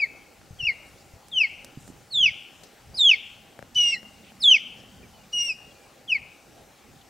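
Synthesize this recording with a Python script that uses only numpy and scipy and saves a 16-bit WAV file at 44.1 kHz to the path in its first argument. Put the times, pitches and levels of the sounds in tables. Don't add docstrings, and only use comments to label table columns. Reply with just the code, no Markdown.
import sys
import numpy as np
from scipy import signal
from scipy.fft import rfft, irfft, next_fast_len
from scipy.io import wavfile
from scipy.ndimage import uniform_filter1d, map_coordinates

SR = 44100
rng = np.random.default_rng(int(sys.argv[2]) if len(sys.argv) > 2 else 0)


def store_pcm(level_fs):
    pcm = np.round(np.clip(level_fs, -1, 1) * 32767).astype(np.int16)
    wavfile.write(sys.argv[1], SR, np.atleast_2d(pcm).T)


N = 312669
TOP_HZ = 15790

# time in seconds, pitch in Hz.
CHIRP_PITCHES = [
    [(0, 2540), (0.018, 2338), (0.032, 2242), (0.047, 2140), (0.065, 1780)],
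    [(0.588, 3330), (0.598, 3080), (0.612, 2836), (0.64, 2670), (0.65, 2880), (0.664, 2810), (0.682, 2352),
     (0.696, 2176), (0.708, 2110), (0.721, 1880)],
    [(1.315, 3766), (1.335, 3256), (1.369, 3066), (1.411, 2637), (1.441, 2245), (1.456, 2110),
     (1.472, 1890)],
    [(2.102, 4380), (2.118, 4465), (2.133, 4000), (2.15, 3674), (2.182, 3435), (2.214, 3229), (2.246, 2905),
     (2.28, 2287), (2.293, 2150), (2.306, 1850)],
    [(2.942, 4620), (2.963, 5340), (2.979, 4300), (2.995, 3790), (3.03, 3529), (3.084, 3187), (3.128, 2383),
     (3.146, 2150), (3.16, 1930)],
    [(3.752, 2955), (3.768, 3010), (3.792, 2922), (3.834, 2858), (3.9, 2812), (3.93, 2710), (3.948, 2590)],
    [(4.399, 5246), (4.414, 5200), (4.427, 4140), (4.445, 3520), (4.483, 3300), (4.523, 2996),
     (4.545, 2651), (4.571, 2130), (4.582, 1930)],
    [(5.327, 2871), (5.353, 2904), (5.381, 2854), (5.459, 2820), (5.485, 2757), (5.503, 2584),
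     (5.525, 2450)],
    [(6.078, 3460), (6.088, 3182), (6.108, 2850), (6.128, 2543), (6.158, 2226), (6.17, 2131), (6.184, 1810)],
]


def amp(db):
    return 10 ** (np.asarray(db) / 20)


def unit(x):
    return x / np.sqrt(np.mean(x ** 2) + 1e-20)


def along(points, hz):
    f, v = np.transpose(points)
    return np.interp(np.log(hz + 1), np.log(f + 1), v)


def curves(rows, glide=.005):
    s, *cols = np.transpose(rows)
    width = max(round(glide * SR), 1)
    t = np.arange(N) / SR
    return [uniform_filter1d(np.interp(t, s, c), width) for c in cols]


def sounding(t0, t1, fade):
    t = np.arange(N) / SR
    ramp = np.minimum(t - t0 + fade, t1 + fade - t) / fade
    return np.clip(ramp, 0, 1) ** 2


def wobble(rate):
    knots = rng.standard_normal(int(N * rate / SR) + 4)
    return map_coordinates(knots, [np.arange(N) * rate / SR])


def filtered(x, response):
    m = next_fast_len(N + SR // 2)
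    spectrum = rfft(x, m) * response(np.fft.rfftfreq(m, 1 / SR))
    return irfft(spectrum, m)[..., :N]


def peak(hz, centre_hz, width_hz):
    return 1j * hz * width_hz / (centre_hz ** 2 - hz * hz + 1j * hz * width_hz)


def sides(pan_db):
    return amp(np.array([[.5], [-.5]]) * pan_db)


def rush(spectrum, patchy_db):
    # frequency in Hz, likeness from 0 to 1.
    likeness = [(40, .96), (130, .84), (290, .7), (640, .81), (1400, .82), (3800, .95), (6800, .72),
                (15000, .82)]
    # frequency in Hz, left over right in dB.
    balance = [(60, 1.5), (130, 1.5), (290, -5.5), (640, 1.5), (1410, 4.5), (3100, 0), (6820, 2),
               (15000, -0.5)]
    z = signal.stft(rng.standard_normal((2, N)), nperseg=512)[2]
    field = uniform_filter1d(rng.standard_normal(z.shape[1:]), size=6, axis=0)
    field = uniform_filter1d(field, size=14, axis=1)
    pair = signal.istft(z * amp(patchy_db * unit(field)), nperseg=512)[1][:, :N]

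    def shares(hz):
        turn = np.arccos(np.clip(along(likeness, hz), -1, 1)) / 2
        return amp(along(spectrum, hz)) * [np.cos(turn), np.sin(turn)]

    mid, side = filtered(pair, shares)
    stereo = np.array([mid + side, mid - side])
    return unit(filtered(stereo, lambda hz: sides(along(balance, hz))))


def lead_in():
    # length in seconds, start pitch in Hz, end pitch in Hz, level at the end in dB.
    length, hz0, hz1, db = (0.83, 2950, 2570.5, -29)
    n = round(length * SR)
    phase = 2 * np.pi * np.cumsum(np.linspace(hz0, hz1, n)) / SR
    return amp(db) * np.linspace(0, 1, n) * np.sin(phase)


def bird():
    # level in dB before the pitch curve, attack in seconds,
    # the strongest point as a share of the length, dB lost per length away from there, release in seconds,
    # octave and third harmonic in dB against the whistle before their own curves,
    # left-right balance in dB, strength aimed at the trees in dB.
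    efforts = [(-16.5, 0.00033, 0.57, 11, 0.0028, -21, -36, 3, -2.5),
               (-15, 0.0077, 0.94, 17, 0.0017, -21.5, -48, 3, -2.5),
               (-15.5, 0.034, 0.46, 6, 0.0033, -22.5, -42.5, 2, -0.2),
               (-13.5, .008, .75, 11.5, 0.014, -23.5, -47, -0.7, -1.1),
               (-10.5, 0.0024, 0.69, 8.1, 0.018, -22.5, -45, -0.3, -3.5),
               (-17, 0.0057, .4, 4.8, 0.011, -13.5, -28, 0, -6.5),
               (-8, .004, 0.59, 13.13, 0.018, -23, -44, -0.3, -3.2),
               (-17.5, 0.0037, 0.95, 9.4, 0.034, -8.5, -25, 0.5, -3.5),
               (-17, 0.014, 0.51, 10.3, 0.0027, -21.5, -37, 1, 0.2)]
    # pitch in Hz, gain in dB.
    whistle_gain = [(1850, -26), (2070, -14), (2190, -4.5), (2330, -4), (2520, -1.5), (2800, 0),
                    (3300, 0.25), (3600, -1), (4200, -12), (5250, -23)]
    # whistle pitch in Hz, gain in dB.
    octave_gain = [(1900, -4), (2200, 3.9), (2400, 6), (2800, 1.4), (3200, -1.5), (3460, -10), (3700, 4.5),
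                   (4200, 5.5), (5200, 5)]
    # harmonic number, dB over the chirp's third-harmonic setting,
    # further dB per octave of pitch above 3000 Hz.
    higher = [(3, 0.1, 14), (4, -13.5, 0.5)]
    # start in seconds, gain in dB before filtering.
    air_bursts = [(2.96, -49.5), (2.975, -47), (3.747, -36.5), (4.417, -55.5), (5.323, -42.5)]
    attack_db, release_db = 24, 14

    t = np.arange(N) / SR
    low, upper, pan_db, aim_db = np.zeros((4, N))
    for rows, effort in zip(CHIRP_PITCHES, efforts):
        db, attack_s, crest, slope_db, release_s, bright_db, third_db, facing_db, trees_db = effort
        hz, = curves(rows, glide=.007)
        start, end = rows[0][0], rows[-1][0]
        age = np.clip(t - start, 0, end - start)
        ends_db = attack_db * np.exp(-age / attack_s)
        ends_db += release_db * np.exp((age + start - end) / release_s)
        off_crest = np.abs(age / (end - start) - crest)
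        level_db = db + along(whistle_gain, hz) - slope_db * off_crest - ends_db
        phase = 2 * np.pi * np.cumsum(hz * (1 + 0.0023 * wobble(200))) / SR
        size = amp(level_db + .7 * wobble(120)) * sounding(start, end, .003)
        low += size * np.sin(phase)

        flicker_db = 2.5 * wobble(70)
        octave_db = bright_db + along(octave_gain, hz) - .4 * ends_db + flicker_db
        over = amp(octave_db) * np.cos(2 * phase)
        tight = np.log2(hz / 3000)
        for k, extra_db, per_octave_db in higher:
            harmonic_db = extra_db + third_db + per_octave_db * tight + 2.9 * wobble(40)
            over += amp(harmonic_db) * (k * hz < TOP_HZ) * np.sin(k * phase)
        upper += size * over
        pan_db[t > start - .05] = facing_db
        aim_db[t > start - .05] = trees_db

    weak, octave, on = weak_side()
    mixed = amp(24.5) * low * weak + amp(32.5) * upper * weak
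    mixed = filtered(mixed, lambda f: peak(f, 5500, 7000) ** 2)
    shake = unit(filtered(rng.standard_normal(N), lambda f: 1 / (1 + (f / 1000) ** 4)))
    rasp = on * shake * (amp(-18.5) * low + amp(-13) * upper)
    blur = filtered(rasp, lambda f: 1 / (1 + (2600 / (f + 1)) ** 6))
    gusts = sum(amp(db) * sounding(s, s + 0.011, .003) for s, db in air_bursts)
    breath = filtered(gusts * rng.standard_normal(N), lambda f: peak(f, 5000, 3000) ** 2)
    return low + upper + weak + octave + blur + mixed + breath, pan_db, aim_db


def near(x):
    # delay in seconds, level in dB, frequency in Hz above which the echo is lost.
    surfaces = [(.0027, 0, 2950), (.00519, -17, 4200)]

    def response(f):
        total = 1
        for s, db, hz in surfaces:
            total = total + amp(db) * np.exp(-2j * np.pi * f * s) / (1 + (f / hz) ** 18)
        return total

    return filtered(x, response)


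def scatter(early, x, decays, tone, rise_s, spread, pan_db, edge=(1, 0)):
    x = np.concatenate([early, x])
    wet = np.zeros((2, len(x)))
    for rows in CHIRP_PITCHES:
        hz, t, z = signal.stft(rng.standard_normal((2, SR)), SR, nperseg=256)
        drop_db = edge[1] * np.clip((t - edge[0]) / 0.11, 0, 1)
        decay_db = -60 * t / along(decays, hz)[:, None]
        shape = (1 - np.exp(-t / rise_s)) * amp(drop_db + decay_db)
        colour = amp(along(tone, hz))[:, None]
        a, b = signal.istft(z * shape * colour, SR, nperseg=256)[1]
        energy = np.sum(shape[16] ** 2) * 128
        tail = sides(pan_db) * [a + spread * b, a - spread * b] / np.sqrt(energy)
        i = round(rows[0][0] * SR)
        j = round((rows[-1][0] + .05) * SR) + len(early)
        answer = signal.fftconvolve(x[None, i:j], tail, axes=1)[:, :len(x) - i]
        wet[:, i:i + answer.shape[1]] += answer
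    return wet[:, len(early):]


def air():
    # time in seconds, level in dB before a random wobble.
    breeze_level = [(0, -61), (0.45, -61), (0.63, -53), (0.91, -61), (1.56, -60), (2.2, -55.5),
                    (2.9, -60.5), (3.53, -60), (3.85, -58), (4.7, -63), (4.95, -55.5), (5.15, -60.5),
                    (5.8, -61), (6.44, -61), (7.09, -59)]
    # frequency in Hz, relative level in dB per Hz.
    breeze_tone = [(12, -37), (20, -10), (75, -1), (140, -0.5), (271, -12), (300, -30.5), (390, -35),
                   (660, -120)]
    # frequency in Hz, relative level in dB per Hz.
    traffic_tone = [(120, -31.5), (200, -8), (270, -2), (494, -2), (523, -0.5), (785, -4.5), (873, -8),
                    (1260, -10), (1400, -12.5), (1820, -39.5), (3080, -120)]
    # frequency in Hz, relative level in dB per Hz.
    leaves_tone = [(590, -42.5), (1000, -23.5), (1400, -5.5), (2500, -6), (3300, -9), (5000, -9.5),
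                   (7500, -11), (10000, -16.5), (13000, -18.5), (15800, -18.5)]
    # loud from and to in seconds, fade in seconds,
    # level added while loud in dB, level always there in dB.
    start, end, fade, near_db, far_db = (4, 5, 1, -61.5, -69)
    traffic_db, leaves_db, tyres_db = -57.5, -58, -66

    def band(hz, width_hz):
        return unit(filtered(rng.standard_normal(N), lambda f: peak(f, hz, width_hz) ** 2))

    breeze = amp(curves(breeze_level)[0] + 2.6 * wobble(9)) * rush(breeze_tone, patchy_db=2.0)
    traffic = amp(traffic_db + 0.27 * wobble(4.9)) * rush(traffic_tone, patchy_db=2.36)
    motor = amp(far_db) + amp(near_db) * sounding(start, end, fade)
    drone = motor * band(210, 80) * sides(-2)
    tyres = amp(tyres_db) * band(800, 90)
    leaves = amp(leaves_db + .4 * wobble(3.1)) * rush(leaves_tone, patchy_db=1.56)
    return breeze + traffic + drone + tyres + leaves


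def handling():
    # start in seconds, snap gain in dB before filtering, knock gain in dB, left-right balance in dB,
    # snap centre in Hz, time in seconds for the snap to fall 60 dB.
    ticks = [(.415, -53, -14.5, -6, 2920, .02), (1.284, -40.5, -17, -3, 5830, 0.014),
             (1.646, -32.5, -8, -2.5, 6200, 0.018), (1.878, -45, -8.5, -4.5, 6200, 0.037),
             (2.635, -41.5, -14, 11, 4370, 0.071), (3.591, -58.5, 1, 5.5, 5770, .008),
             (3.626, -42, -1, 8, 6260, 0.005), (4.03, -48, -9, 11, 1520, 0.024),
             (4.32, -57, -12, 5.5, 1506, 0.035)]
    # frequency in Hz, width in Hz, gain in dB.
    body_modes = [(118, 62, 4), (243, 430, -2.5), (590, 170, 3), (1640, 390, -6.5)]
    # start in seconds, length in seconds, centre in Hz, level in dB before a random wobble.
    rustles = [(.87, .02, 8000, -63), (.98, .04, 5000, -64), (1.8, .11, 7500, -60), (2.64, .03, 5300, -58),
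               (4.24, .07, 2700, -57), (4.77, .04, 5200, -63), (6.96, .06, 3500, -63)]

    def body(f):
        return sum((-1) ** k * amp(db) * peak(f, c, w) for k, (c, w, db) in enumerate(body_modes))

    t = np.arange(N) / SR
    out, blows = np.zeros((2, N)), np.zeros((2, N))
    for s, db, knock_db, pan_db, hz, t60 in ticks:
        burst = (t >= s) * amp(-60 * np.abs(t - s) / t60) * rng.standard_normal(N)
        snap = filtered(burst, lambda f: peak(f, hz, 1.3 * hz) ** 2)
        out += sides(pan_db) * amp(db) * snap
        blows[:, round(s * SR)] = sides(pan_db)[:, 0] * amp(knock_db)
    cloth = rng.standard_normal((2, N)) + 2.1 * rng.standard_normal(N)
    for s, length, hz, db in rustles:
        grit = unit(filtered(cloth, lambda f: peak(f, hz, 0.44 * hz) ** 2))
        out += amp(db + 2.5 * wobble(150)) * sounding(s, s + length, .02) * grit
    return out + filtered(blows, body)


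def thumps():
    # start in seconds, gain in dB before the swell, pitch in Hz, left-right balance in dB.
    pushes = [(0.507, -15.5, 115, 4), (0.528, -20.5, 89, 5), (0.602, -25, 59, -3), (0.63, -15.5, 105, 1.5),
              (0.676, -23, 72, 0), (.715, -29, 90, 2), (1.136, -21, 85.5, 3), (1.161, -24.5, 107, 3),
              (1.773, -11, 181, -3.5), (1.78, -16.5, 141, 1), (1.889, -18, 197, -5),
              (1.901, -17.5, 248, -7), (3.761, -22, 108, 1)]
    out, t = np.zeros((2, N)), np.arange(N) / SR
    for s, db, hz, pan_db in pushes:
        cycles = np.clip(t - s, 0, 1) * hz
        swell = cycles * np.exp(-cycles / 0.31)
        out += sides(pan_db) * amp(db) * swell * np.sin(2 * np.pi * cycles)
    return out


def small_birds():
    # start in seconds, length in seconds, start pitch in Hz, end pitch in Hz,
    # level in dB before a random wobble.
    peeps = [(1.78, .015, 4650, 4850, -67), (5.03, .03, 2450, 2200, -57), (5.14, .08, 3050, 2830, -60),
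             (5.24, .01, 2500, 2300, -61), (5.71, .012, 3400, 3250, -58), (5.75, .11, 2430, 2380, -62),
             (5.79, .08, 1680, 1620, -65)]
    t, out = np.arange(N) / SR, np.zeros(N)
    for s, length, hz0, hz1, db in peeps:
        hz = np.interp(t, [s, s + length], [hz0, hz1])
        phase = 2 * np.pi * np.cumsum(hz) / SR
        out += amp(db + 2.5 * wobble(60)) * sounding(s, s + length, .008) * np.sin(phase)
    return out


def weak_side():
    # time in seconds, pitch in Hz and level in dB, both before a random wobble.
    second_voice = [
        [(3.765, 2350, -53.5), (3.9, 2100, -46), (3.932, 2240, -37), (3.952, 2030, -28.5), (3.972, 1890, -46)],
        [(5.37, 2230, -59), (5.404, 2155, -54), (5.44, 2206, -49), (5.485, 2120, -55.5)],
    ]
    fight_db = [-3, -8]
    tone, octave, on = np.zeros((3, N))
    for rows, rasp_db in zip(second_voice, fight_db):
        hz, db = curves(rows)
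        phase = 2 * np.pi * np.cumsum(hz * (1 + .013 * wobble(300))) / SR
        gate = sounding(rows[0][0], rows[-1][0], .006)
        size = amp(db + 2.2 * wobble(200)) * gate
        tone += size * np.sin(phase)
        octave += amp(21.5) * size ** 2 * np.sin(2 * phase)
        on += amp(rasp_db) * gate
    return tone, octave, on


def scene():
    # frequency in Hz, time in seconds to fall 60 dB.
    perch_decay = [(1500, 0.055), (3000, 0.039), (6000, 0.15), (12000, .12)]
    # frequency in Hz, gain in dB.
    perch_tone = [(2000, -11.5), (3200, -15.5), (4500, -18), (7000, -16.5), (12000, -18)]
    # frequency in Hz, time in seconds to fall 60 dB.
    trees_decay = [(1500, 0.35), (3000, 1.08), (5500, 0.86), (10000, 0.22)]
    # frequency in Hz, gain in dB.
    trees_tone = [(2000, -14.5), (3000, -20.5), (4000, -24), (6000, -20), (10000, -34.5)]
    # seconds after the sound when the drop begins, change in dB.
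    tree_line = (0.18, -4.5)

    voice, pan_db, aim_db = bird()
    call, early = near(voice) * sides(pan_db), lead_in()
    perch = scatter(early, voice, perch_decay, perch_tone, rise_s=0.0055, spread=.4, pan_db=0.0)
    trees = scatter(early, voice * amp(aim_db), trees_decay, trees_tone,
                    rise_s=.015, spread=.13, pan_db=4.0, edge=tree_line)
    return call + perch + trees + air() + handling() + thumps() + small_birds()


def record(dry):
    return filtered(dry, lambda hz: hz < TOP_HZ)


dry = scene()
out = record(dry)
store_pcm(out)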